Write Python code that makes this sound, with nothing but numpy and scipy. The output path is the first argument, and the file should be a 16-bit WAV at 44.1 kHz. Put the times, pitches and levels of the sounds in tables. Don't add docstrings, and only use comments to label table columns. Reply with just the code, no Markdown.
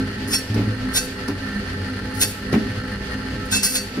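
import sys
import numpy as np
from scipy import signal
from scipy.fft import rfft, irfft
from scipy.io import wavfile
from scipy.ndimage import uniform_filter1d

SR = 44100
rng = np.random.default_rng(int(sys.argv[2]) if len(sys.argv) > 2 else 0)


def wav_out(sig):
    wavfile.write(sys.argv[1], SR, np.round(np.clip(np.atleast_2d(sig).T, -1, 1) * 32767).astype(np.int16))


N = 176400
TIME_S = np.arange(N) / SR
FREQ_HZ = np.arange(N // 2 + 1) * SR / N
LN_1000 = np.log(1000)


def undb(db):
    return 10 ** (np.asarray(db) / 20)


def unit(x):
    return x / np.sqrt(np.mean(x ** 2))


def bell(offset, width):
    return np.exp(-(offset / width) ** 2)


def colour(x, curve):
    freq_hz, gain_db = np.array(curve, float).T
    gain = undb(np.interp(np.log(np.maximum(FREQ_HZ, 1)), np.log(freq_hz), gain_db))
    return irfft(rfft(x) * gain, N)


def noise():
    return rng.standard_normal((2, N))


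def walk(rate_hz):
    size = max(int(SR / rate_hz), 2)
    steps = rng.standard_normal(2048)[np.arange(N) // size % 2048]
    return unit(uniform_filter1d(uniform_filter1d(steps, size), size))


def clicks(per_s, spread_db):
    size = undb(spread_db * np.minimum(rng.exponential(size=N), 5))
    return unit((rng.random(N) < per_s / SR) * size * noise())


def ring(x, pitch_hz, t60_s):
    radius = np.exp(-LN_1000 / (t60_s * SR))
    pole = radius * np.exp(2j * np.pi * pitch_hz / SR)
    return signal.lfilter([np.sqrt(2 * (1 - radius ** 2))], [1, -pole], x).imag


def swell(start_s, attack_s, hold_s, release_s):
    age_s = TIME_S - start_s
    log_gain = np.minimum(age_s, 0) / attack_s - np.maximum(age_s - hold_s, 0) / release_s
    return np.exp(np.maximum(log_gain, -30))


def reflect(x, envelope, level_db):
    echoes = rng.standard_normal((2, len(envelope))) * envelope
    echoes /= np.sqrt(np.sum(echoes ** 2) / 2)
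    return x + undb(level_db) * signal.fftconvolve(x, echoes, axes=1)[:, :N]


# freq_hz, side_gain_db
STEREO_WIDTH = [(60, -46), (200, -21), (380, -14.5), (700, -1.5), (1300, -4), (2400, -0.5), (4400, 0),
                (8000, 1)]
def spread(pair):
    side = colour(pair[1], STEREO_WIDTH)
    return unit(np.array([pair[0] + side, pair[0] - side]))


WAVER_DB, WAVER_RATE_HZ, DRIFT_HZ = 4.6, 20, 3
# pitch_hz, level_db
HUM_TONES = [(98, -37.5), (199.5, -37.5), (258.5, -35.5), (400.5, -46), (506.5, -49.5), (602, -62),
             (850.5, -51), (1319.5, -51.5), (1779, -49.5)]
def motor_hum():
    tones = 0
    for pitch_hz, level_db in HUM_TONES:
        cycles = np.cumsum(pitch_hz + DRIFT_HZ * walk(8)) / SR + rng.random((2, 1))
        gain = np.sqrt(2) * undb(level_db + WAVER_DB * walk(WAVER_RATE_HZ))
        tones += gain * np.sin(2 * np.pi * cycles)
    return spread(tones) * np.std(tones[0])


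# pitch_hz, bandwidth_hz, level_db
GUARD_MODES = [(848, 10, -58), (1377, 24, -42), (1562, 35, -40), (1722, 26, -49.5), (1790, 38, -39),
               (1872, 35, -43.5), (2816, 33, -50.5), (4240, 60, -47.5), (4730, 130, -57), (8920, 440, -55)]
def guard_rattle(trim_db=-2, flutter_db=-1.5):
    knocks = clicks(per_s=900, spread_db=-4) * undb(flutter_db * walk(23.59))
    modes = 0
    for pitch_hz, bandwidth_hz, level_db in GUARD_MODES:
        t60_s = LN_1000 / (np.pi * bandwidth_hz)
        modes += undb(level_db) * unit(ring(knocks, pitch_hz, t60_s))
    return spread(modes) * np.std(modes) * undb(trim_db)


# freq_hz, gain_db
RUMBLE_CURVE = [(20, -25), (34, -7), (48, 11), (62, 11.5), (78, -1), (105, 8.5), (135, 1.5), (215, 4),
                (290, 2.5), (350, -5.5), (430, -1), (650, -18), (1100, -65)]
def frame_rumble(level_db=-32.5, flutter_db=1.2):
    return spread(colour(noise(), RUMBLE_CURVE)) * undb(level_db + flutter_db * walk(16))


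# freq_hz, gain_db
AIR_CURVE = [(200, 13.5), (700, 5.5), (1100, -1), (1800, 6.5), (2300, 4.5), (3000, 4.5), (3800, -0.5),
             (4700, 4.5), (5300, -3.5), (6500, -9), (9000, -16), (11500, -14.5), (15500, -31.5)]
def air_rush(level_db=-37, flutter_db=1.47):
    return spread(colour(noise(), AIR_CURVE)) * undb(level_db + flutter_db * walk(31.99))


# pitch_hz, t60_s, gain_db
TABLE_MODES = [(179.2, 0.26, -13), (220.2, 0.21, -3), (249.4, 0.31, -13), (287, 0.19, -3),
               (325.4, 0.3, -16.5), (398, .18, -9.5)]
def table_boom(age_s, contact_s, spot_hz, spot_db=5, spot_width_hz=30):
    boom = 0
    for pitch_hz, t60_s, gain_db in TABLE_MODES:
        gain = undb(gain_db + spot_db * bell(pitch_hz - spot_hz, spot_width_hz))
        fade = np.exp(-LN_1000 * np.maximum(age_s - contact_s, 0) / t60_s)
        boom += gain * fade * np.sin(2 * np.pi * (pitch_hz * age_s + rng.random()))
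    return boom


# freq_hz, gain_db
SMACK_CURVE = [(250, -20), (450, -12.5), (800, 8.5), (1100, -10.5), (1900, -14), (3000, -8), (6000, -17),
               (12000, -50)]
SLAP_CURVE = [(35, -30), (80, 2), (130, 8), (220, 8.5), (330, 3.5), (500, -1), (800, -13), (1900, -11),
              (6000, -39)]
SPLAT_CURVE = [(1000, 12), (3000, 0.5), (5500, 7), (7500, -11), (10000, 1.5), (15000, -15)]
def meat_contact(slap_gain, splat_gain, smack_db=6.5):
    smack = undb(smack_db) * slap_gain ** 2 * spread(colour(noise(), SMACK_CURVE))
    slap = slap_gain * spread(colour(noise(), SLAP_CURVE))
    splat = splat_gain * spread(colour(clicks(per_s=2900, spread_db=1), SPLAT_CURVE))
    return smack + slap + splat


# start_s, attack_s, contact_s, boom_db, drum_db, slap_db, splat_db, spot_hz
MEAT_LANDINGS = [(0.272, 0.0089, 0.03, -26.5, -43, -40, -49, 241),
                 (0.496, 0.0047, 0.016, -26, -18, -42, -63, 181),
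                 (0.544, 0.0045, 0.058, -20.5, -23, -25.5, -30.5, 177),
                 (0.669, 0.0023, 0.0063, -21.5, -21, -42, -60, 224),
                 (1.2825, 0.0051, 0.021, -24, -64, -27, -26.5, 288),
                 (2.526, 0.0029, 0.025, -27, -23, -17.5, -26, 220),
                 (2.554, 0.0013, 0.0052, -11.5, -49, -49, -58, 219),
                 (2.651, 0.0065, 0.011, -25, -35, -44, -70, 220),
                 (2.697, 0.003, 0.012, -50, -27.5, -35, -70, 181),
                 (3.969, 0.0055, 0.028, -26, -47, -27, -40, 213)]
def landings(drum_hz=107.6, drum_t60_s=0.6):
    boom = drum_gain = slap_gain = splat_gain = 0
    for start_s, attack_s, contact_s, boom_db, drum_db, slap_db, splat_db, spot_hz in MEAT_LANDINGS:
        age_s = np.maximum(TIME_S - start_s, 0)
        pressed = 1 - np.exp(-age_s / attack_s)
        boom += undb(boom_db) * pressed * table_boom(age_s, contact_s, spot_hz)
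        drum_gain += undb(drum_db) * pressed * swell(start_s, attack_s, contact_s, drum_t60_s / LN_1000)
        slap_gain += undb(slap_db) * pressed * swell(start_s, attack_s, contact_s, contact_s)
        splat_gain += undb(splat_db) * swell(start_s, attack_s=0.002, hold_s=0, release_s=0.009)
    drum = drum_gain * np.sin(2 * np.pi * drum_hz * TIME_S)
    return boom + drum + room(meat_contact(slap_gain, splat_gain), level_db=-11)


# start_s, hold_s, level_db
FLESH_CUTS = [(0.277, 0.12, -35), (.94, 0.12, -38), (2.143, 0.058, -41), (2.197, 0.12, -36),
              (3.453, 0.013, -45), (3.516, 0.057, -27.5), (3.661, 0.11, -28.5)]
def flesh_envelope(attack_s=0.0026, release_s=0.0082):
    return sum(undb(level_db) * swell(start_s, attack_s, hold_s, release_s)
               for start_s, hold_s, level_db in FLESH_CUTS)


# freq_hz, gain_db
RASP_CURVE = [(150, 4), (900, -24), (1800, -12), (2700, -8), (3600, -10), (4500, 1), (5600, 3.5), (6900, 3),
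              (8400, 5), (10500, 3.5), (12500, 1), (13700, 0), (15200, -8)]
def edge_rasp(chips, bounce_s=0.013, bounce_db=3.5):
    echo_decay = np.exp(-TIME_S[:SR // 20] / bounce_s)
    return unit(reflect(colour(chips, RASP_CURVE), echo_decay, bounce_db))


def room(x, level_db, t60_s=0.46, delay_s=0.0096):
    age_s = TIME_S[:SR]
    return reflect(x, np.exp(-LN_1000 * age_s / t60_s) * (age_s > delay_s), level_db)


# bite_s, attack_s, hold_s, release_s, rasp_db, crunch_db, ring_db, mode_a_hz, mode_b_hz
BONE_CUTS = [(0.339, 0.01, 0.0047, 0.011, -19.5, -24.5, -26, 3331, 5490),
             (0.964, 0.012, 0.016, 0.0087, -18.5, -25, -26, 1548, 6640),
             (2.216, 0.0056, 0.017, 0.0096, -15.5, -19.5, -29, 5400, 7915),
             (3.526, 0.0092, 0.021, 0.035, -29, -27, -24.5, 2656, 1548),
             (3.634, 0.0043, 0.021, 0.013, -17, -40, -27.5, 8345, 1548),
             (3.757, 0.009, 0.004, 0.014, -21, -27, -29.5, 4582, 1940)]
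def bone_envelopes():
    bites = np.array([swell(*cut[:4]) for cut in BONE_CUTS])
    rasp_db, crunch_db = np.array(BONE_CUTS).T[4:6]
    return undb(rasp_db) @ bites, undb(crunch_db) @ bites


# freq_hz, gain_db
CRUNCH_CURVE = [(150, -23), (600, 8), (1150, -10), (1500, 11), (1950, 15.5), (2300, -12.5), (2750, 2),
                (3600, 29.5), (4500, 6), (5300, -35.5), (7000, -25), (12000, -38)]
def bone_crunch():
    return unit(colour(clicks(per_s=2500, spread_db=2.5), CRUNCH_CURVE))


# pitch_hz, t60_s, gain_db
BLADE_MODES = [(1548, .16, -4), (1940, .12, -8), (2656, .14, -1), (3331, .14, -6), (4318, .17, 1),
               (4582, .33, -3), (5005, .15, -8), (5490, .13, 2), (5738, .11, -1), (5936, .1, -3),
               (6640, .09, 1), (6990, .08, 1), (7510, .08, -1), (7915, .09, 0), (8345, .1, -2),
               (9025, .2, -5), (9715, .13, -5), (10150, .11, -5), (11300, .12, -5)]
def blade_ring(chips, ring_s=0.6, waver_db=2, favour_db=6, favour_width_hz=170):
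    out = np.zeros((2, N))
    wavers = [undb(waver_db * walk(45)) for _ in BLADE_MODES]
    for bite_s, attack_s, hold_s, release_s, _, _, ring_db, *favoured_hz in BONE_CUTS:
        span = slice(max(int((bite_s - 0.05) * SR), 0), int((bite_s + ring_s) * SR))
        push = (chips * swell(bite_s, attack_s, hold_s, release_s))[:, span]
        for (pitch_hz, t60_s, gain_db), waver in zip(BLADE_MODES, wavers):
            favour = sum(bell(pitch_hz - hz, favour_width_hz) for hz in favoured_hz)
            tone = ring(push, pitch_hz, t60_s)
            tone /= np.abs(tone).max(axis=1, keepdims=True)
            out[:, span] += undb(ring_db + gain_db + favour_db * favour) * waver[span] * tone
    return out


def widen(near, stray, treble_lag_s=0.0002, corner_hz=3400, stray_db=-10):
    lag_s = treble_lag_s * (1 - np.exp(-(FREQ_HZ / corner_hz) ** 4))
    late = irfft(rfft(near) * np.exp(-2j * np.pi * FREQ_HZ * lag_s), N)
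    return np.array([near, late]) + undb(stray_db) * np.array([stray, -stray])


def cutting(flutter_db=1.2):
    chips = clicks(per_s=14000, spread_db=1.3) * undb(flutter_db * walk(300))
    rasp_gain, crunch_gain = bone_envelopes()
    rasp = edge_rasp(chips) * (flesh_envelope() + rasp_gain)
    crunch = bone_crunch() * crunch_gain
    near, stray = rasp + crunch + blade_ring(chips)
    return widen(near, stray)


def after_bites(lag_s, width_s):
    return sum(bell(TIME_S - cut[0] - lag_s, width_s) for cut in BONE_CUTS)


def motor_groan(pitch_hz=508, level_db=-40):
    load = np.tanh(after_bites(lag_s=0.06, width_s=0.07))
    gain = load * undb(level_db + WAVER_DB * walk(WAVER_RATE_HZ))
    cycles = np.cumsum(pitch_hz + DRIFT_HZ * walk(20)) / SR
    return gain * np.sin(2 * np.pi * cycles)


def meat_damping(depth_db=5):
    calm = np.tanh(2 * after_bites(lag_s=0.13, width_s=0.06))
    return undb(-depth_db * calm)


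def scene(right_bias_db=0.5):
    vibration = motor_hum() + guard_rattle() + frame_rumble()
    machine = vibration * meat_damping() + air_rush() + motor_groan()
    cuts = room(cutting(), level_db=-14)
    balance = undb([[-right_bias_db / 2], [right_bias_db / 2]])
    return (machine + cuts + landings()) * balance


def record(dry):
    peak_limit, cutoff_hz = 0.8, 15550
    rounded = dry / (1 + (dry / peak_limit) ** 4) ** 0.25
    return signal.sosfilt(signal.ellip(10, 0.2, 80, cutoff_hz, fs=SR, output="sos"), rounded)


dry = scene()
out = record(dry)
wav_out(out)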